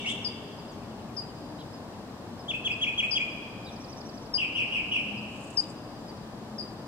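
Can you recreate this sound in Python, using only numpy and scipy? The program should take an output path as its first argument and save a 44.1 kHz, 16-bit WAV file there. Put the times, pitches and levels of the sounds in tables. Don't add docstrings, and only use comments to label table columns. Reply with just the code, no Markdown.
import sys
import numpy as np
from scipy import signal
from scipy.fft import rfft, irfft
from scipy.io import wavfile
from scipy.ndimage import map_coordinates

SR = 44100
rng = np.random.default_rng(int(sys.argv[2]) if len(sys.argv) > 2 else 0)


def transcribe(signal):
    frames = np.atleast_2d(signal).T
    limited = np.clip(frames, -1, 1)
    pcm = np.round(limited * 32767).astype(np.int16)
    wavfile.write(sys.argv[1], SR, pcm)


N = 302967
LEAD_S = .25


def gain_of(db):
    return 10 ** (np.asarray(db) / 20)


def pan(db):
    return gain_of(db * np.array([[.5], [-.5]]))


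def unit_rms(x):
    return x / np.sqrt(np.mean(x ** 2) + 1e-20)


def curve_at(points, hz):
    f, value = np.transpose(points)
    return np.interp(np.log(hz + 1), np.log(f + 1), value)


def wander(length, rate_hz):
    hz = np.fft.rfftfreq(length, 1 / SR)
    return unit_rms(irfft(rfft(rng.standard_normal(length)) * np.exp(-(hz / rate_hz) ** 2), length))


def bell(t, top_s, half_s):
    return np.exp(-((t - top_s) / half_s) ** 2)


def add(track, start_s, sound):
    part = track[max(round((start_s + LEAD_S) * SR), 0):][:len(sound)]
    part += sound[:len(part)]


def wash(spectrum, db):
    # f/Hz, correlation
    likeness = [(60, 1), (130, 0.98), (290, 0.94), (640, 0.82), (1410, 0.37), (3100, -0.46), (6820, -0.21),
                (15000, 0.085)]
    # f/Hz, left minus right/dB
    tilt = [(60, 3.6), (110, 2.5), (200, 2.7), (380, 2.5), (700, 3), (1290, 1.6), (2380, 1.5), (4400, 0.5),
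            (8120, 1.7), (15000, 0.5)]
    hz = np.fft.rfftfreq(N, 1 / SR)
    left, unrelated = rfft(rng.standard_normal((2, N)))
    same = curve_at(likeness, hz)
    right = same * left + np.sqrt(1 - same ** 2) * unrelated
    colour = gain_of(curve_at(spectrum, hz)) * pan(curve_at(tilt, hz))
    return gain_of(db) * unit_rms(irfft(np.array([left, right]) * colour, N))


def city():
    # f/Hz, relative level/dB
    traffic = [(20, -39), (34, -11.5), (53, -15), (118, -2.5), (152, -5.5), (226, -1.5), (262, -5),
               (299, -4), (378, -9.5), (554, -10), (602, -9.5), (710, -10.5), (1080, -14), (1380, -21.5),
               (1800, -24), (2340, -71), (3960, -120)]
    air = [(880, -26), (1500, -14.5), (1860, -5), (2260, -7.5), (2570, -7), (3270, -7.5), (3870, -8),
           (4560, -8), (5280, -9.5), (6740, -16), (7660, -13.5), (8360, -18), (15500, -26)]
    return wash(traffic, db=-41.5) + wash(air, db=-55.5)


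def engines(waver_hz=3, pan_db=3.0):
    # peak t/s, f/Hz, level/dB, half length/s
    drones = [(0, 407, -52, 0.96), (0.095, 230, -46, 0.28), (1.015, 228, -47.5, 0.26),
              (1.494, 298, -46, 0.12), (4.5, 297, -56.5, 2.2), (5.165, 209.5, -42.5, 0.14),
              (6.59, 215, -49, .4)]
    t, out = np.arange(N) / SR, np.zeros(N)
    for top_s, hz, db, half_s in drones:
        cycles = np.cumsum(hz + waver_hz * wander(N, 12.1)) / SR
        out += gain_of(db) * bell(t, top_s, half_s) * np.sqrt(2) * np.sin(2 * np.pi * cycles)
    return out * pan(pan_db)


def glide(length_s, start_hz, turn_hz, end_hz, turn_s, bend, attack_s, release_s):
    t = np.arange(0, length_s, 1 / SR)
    before = np.maximum(1 - t / turn_s, 0)
    after = np.maximum(t - turn_s, 0) / (length_s - turn_s)
    hz = turn_hz + (start_hz - turn_hz) * before ** bend + (end_hz - turn_hz) * after ** bend
    release = np.sin(np.pi / 2 * np.minimum((length_s - t) / release_s, 1)) ** 2
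    return hz, np.minimum(t / attack_s, 1) * release


def syrinx(shape, pitch, second_db=-35, third_db=-45, jitter=.0048, buzz_hz=300, buzz_depth=0,
           hiss_db=-60):
    hz, envelope = shape
    flutter_hz = buzz_hz * (1 + .14 * wander(len(hz), 74))
    flutter = np.sin(2 * np.pi * np.cumsum(flutter_hz) / SR)
    hz = hz * pitch * (1 + jitter * wander(len(hz), 526) + buzz_depth * flutter)
    phase = 2 * np.pi * np.cumsum(hz) / SR
    tone = np.sin(phase) + gain_of(second_db) * np.sin(2 * phase) + gain_of(third_db) * np.sin(3 * phase)
    turbulence = gain_of(hiss_db) * wander(len(hz), 2900) * np.sin(2 * phase)
    throb = 1 + 5 * buzz_depth * flutter
    return np.sqrt(2) * envelope * throb * (tone + turbulence)


def scatter(onset_s, t60, per_s):
    t = np.arange(round(1.3 * SR)) / SR
    taps = rng.choice([-1., 1.], (2, len(t))) * (rng.random((2, len(t))) < per_s / SR)
    tail = taps * gain_of(-60 * t / t60) * np.clip(t / onset_s - .5, 0, 1)
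    return tail / np.linalg.norm(tail, axis=1, keepdims=True)


def street(walls, near_db, near_t60, far_db, far_t60, far_per_s=4000):
    response = gain_of(near_db) * scatter(.0083, near_t60, per_s=6000)
    response += gain_of(far_db) * scatter(.04, far_t60, far_per_s)
    for delay_s, db in walls:
        response[[0, 1], round(abs(delay_s) * SR) + rng.integers(0, 12, 2)] += gain_of(db)
    hz, t, spectra = signal.stft(response, SR, nperseg=256)
    air_loss = gain_of(-t * (hz[:, None] / 3000) ** 2)
    return signal.istft(spectra * air_loss, SR, nperseg=256)[1]


def perch(notes, shape, space, pan_db, lag_ms, trim_db=0, wet_db=0, wet_pan_db=.5, turning=0, **voice):
    size = N + round(LEAD_S * SR)
    direct, to_walls = np.zeros((2, size))
    mean_db = np.mean(notes, axis=0)[1]
    for start_s, db, pitch in notes:
        note = gain_of(db + trim_db) * syrinx(shape, pitch, **voice)
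        add(direct, start_s, note)
        send_db = wet_db + turning * (mean_db - db)
        add(to_walls, start_s, note * gain_of(send_db))
    late = map_coordinates(direct, [np.arange(size) - lag_ms * SR / 1000], order=3)
    echoes = signal.fftconvolve(to_walls[None], space, axes=1)[:, :size]
    return (np.array([late, direct]) * pan(pan_db) + echoes * pan(wet_pan_db))[:, -N:]


def paired(notes, after_s, db):
    return np.array(notes) + [after_s, db, 0]


def thrush(pan_db=2.5):
    # t/s, relative level/dB, pitch factor
    upslur_notes = [(-.12, -27, 1.02), (.058, -29.5, 1.0)]
    syllables = [(2.479, -28, 1.038), (2.642, -25.5, 1.02), (2.809, -24, 1.01), (2.971, -23.5, 1.005),
                 (3.144, -24, 1)]
    buzz_notes = [(4.374, -32, 0.96), (4.549, -31.5, 0.96), (4.719, -32.5, 0.95), (4.911, -31, 0.97)]
    # delay/s, level/dB
    walls = [(.003, -11.5), (.008, -25), (.035, -22), (.054, -12)]
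    grace = glide(.032, 2446, 2163, 2400, turn_s=.024, bend=1.06, attack_s=.013, release_s=.005)
    upslur = glide(.056, 2595, 3558, 3480, turn_s=.043, bend=.65, attack_s=.002, release_s=.019)
    arch = glide(.045, 2916, 3323, 1827, turn_s=.018, bend=1.7, attack_s=.02, release_s=.014)
    pip = glide(.036, 2297, 2557, 2520, turn_s=.0309, bend=1.72, attack_s=.011, release_s=.021)
    buzz = glide(.105, 2904, 3075, 2233, turn_s=.0056, bend=.85, attack_s=.0074, release_s=.079)
    space = street(walls, near_db=-4, near_t60=.2, far_db=-6, far_t60=1.55)
    graces = perch(paired(upslur_notes, after_s=-.026, db=-13.5), grace, space, pan_db, lag_ms=.072,
                   wet_db=8, jitter=.026)
    upslurs = perch(upslur_notes, upslur, space, pan_db, lag_ms=.072, trim_db=-2, wet_db=2.5,
                    wet_pan_db=1, second_db=-32, third_db=-33, jitter=.025, hiss_db=-17)
    arches = perch(syllables, arch, space, pan_db, lag_ms=.096, trim_db=-.5, wet_db=-4,
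                   second_db=-25, third_db=-55, jitter=.011, hiss_db=-32)
    pips = perch(paired(syllables, after_s=.053, db=-1), pip, space, pan_db, lag_ms=.092,
                 trim_db=-2, wet_db=2.5, second_db=-45, third_db=-32.5, jitter=.029, hiss_db=-35)
    buzzes = perch(buzz_notes, buzz, space, pan_db=2, lag_ms=.069, wet_db=7.5,
                   second_db=-29.5, third_db=-35.5, jitter=.019, buzz_hz=286, buzz_depth=.045)
    return graces + upslurs + arches + pips + buzzes


def fizz_and_rasps(centre_hz=7700, width_hz=1500, roughness=.33):
    # peak t/s, level/dB, half length/s
    bursts = [(0.11, -46.5, .02), (5.485, -58.5, 0.2), (5.603, -57, 0.033), (5.705, -59, 0.015)]
    hz = np.fft.rfftfreq(N, 1 / SR)
    band = irfft(rfft(rng.standard_normal((2, N))) / (1 + ((hz - centre_hz) / width_hz) ** 4), N)
    envelope = sum(gain_of(db) * bell(np.arange(N) / SR, top_s, half_s) for top_s, db, half_s in bursts)
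    stutter = np.exp(roughness * wander(N, 70))
    return envelope * unit_rms(band * stutter)


def sparrow():
    # t/s, relative level/dB, pitch factor
    notes = [(0.2424, -28.5, 0.99), (1.1646, -33, 1.0), (3.1089, -26, 1.0), (4.3354, -23.5, 1.0),
             (5.5678, -21, 1.0), (6.5804, -34.5, 0.99)]
    # delay/s, level/dB
    walls = [(.012, -15), (.017, -15), (.024, -16), (.042, -19), (.11, -28), (.186, -32), (.268, -38)]
    chip = glide(.0426, 5610, 4762, 5076, turn_s=.0225, bend=2.01, attack_s=.0074, release_s=.0075)
    space = street(walls, near_db=-9.5, near_t60=.25, far_db=-19, far_t60=4.5, far_per_s=120)
    return perch(notes, chip, space, pan_db=11, lag_ms=.13, trim_db=-4, wet_db=3, wet_pan_db=2,
                 turning=.83, second_db=-30.5, third_db=-58, jitter=.0042)


def far_birds_and_echoes():
    # t/s, relative level/dB, pitch factor
    chips_and_echoes = [(.58, -54.5, 1.0), (.68, -54, 1.0), (1.728, -53, 1.04), (2.388, -52, 1.04),
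                        (2.714, -49, 1.01), (3.295, -53, 1.0), (3.642, -50.5, .99), (5.17, -51.5, 1.01),
                        (6.078, -49.5, 0.99)]
    # t/s, relative level/dB, pitch factor
    slur_notes = [(1.578, -53.5, 1), (1.58, -55, 0.82), (3.656, -47.5, 0.98)]
    flick_notes = [(.712, -54.5, 1.55), (1.931, -53, .61), (4.583, -50, 1.14), (5.63, -49, .76),
                   (6.165, -52, 1.08)]
    chip = glide(.036, 5460, 4784, 5080, turn_s=.0234, bend=2.09, attack_s=.0061, release_s=.0079)
    slur = glide(.056, 3550, 4110, 3170, turn_s=.025, bend=.99, attack_s=.013, release_s=.019)
    flick = glide(.026, 5300, 5220, 3210, turn_s=.0019, bend=1.04, attack_s=.0035, release_s=.0072)
    space = street([], near_db=-9, near_t60=.18, far_db=-10, far_t60=1.8)
    chips = perch(chips_and_echoes, chip, space, pan_db=-2, lag_ms=.054, trim_db=-1, wet_db=-4,
                  wet_pan_db=-4, second_db=-21)
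    slurs = perch(slur_notes, slur, space, pan_db=-3, lag_ms=.052, trim_db=-2.5, jitter=.017)
    flicks = perch(flick_notes, flick, space, pan_db=8.5, lag_ms=0, trim_db=-9.5, wet_db=5, jitter=.02)
    return chips + twitter(space) + chatter(space) + slurs + flicks


def chatter(space, count=6, from_s=.78, to_s=1.35, db=-62, pitch_spread=.199):
    fall = glide(.05, 3000, 2950, 2140, turn_s=.0037, bend=.92, attack_s=.014, release_s=.028)
    slips, pitch_draws = rng.random((count, 2)).T
    starts = from_s + (to_s - from_s) * (np.arange(count) + slips) / count
    notes = [(s, db, 1 + pitch_spread * (2 * draw - 1)) for s, draw in zip(starts, pitch_draws)]
    return perch(notes, fall, space, pan_db=6, lag_ms=.065, jitter=.025)


def twitter(space, count=7, from_s=3.713, step_s=.0828, top_db=-44.5):
    wheeze = glide(.038, 5200, 5950, 5870, turn_s=.0335, bend=1.12, attack_s=.011, release_s=.01)
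    tick = glide(.021, 4330, 5270, 3860, turn_s=.0078, bend=1.12, attack_s=.0097, release_s=.0076)
    starts = from_s + step_s * np.arange(count)
    run = [(s, top_db + 20 * np.log10(bell(s, top_s=3.93, half_s=.3)), 1) for s in starts]
    wheezes = perch(run, wheeze, space, pan_db=-4, lag_ms=.07, trim_db=-7, wet_db=-1.5,
                    wet_pan_db=3, jitter=.035)
    ticks = perch(paired(run, after_s=.042, db=-2.5), tick, space, pan_db=-6.5, lag_ms=.071,
                  wet_db=-1, wet_pan_db=-2, jitter=.018)
    return wheezes + ticks


def scene():
    return city() + engines() + thrush() + sparrow() + far_birds_and_echoes() + fizz_and_rasps()


def record(dry):
    lowpass = signal.firwin(1023, cutoff=15680, window=("kaiser", 9), fs=SR)
    return signal.oaconvolve(dry, lowpass[None], "same")


dry = scene()
out = record(dry)
transcribe(out)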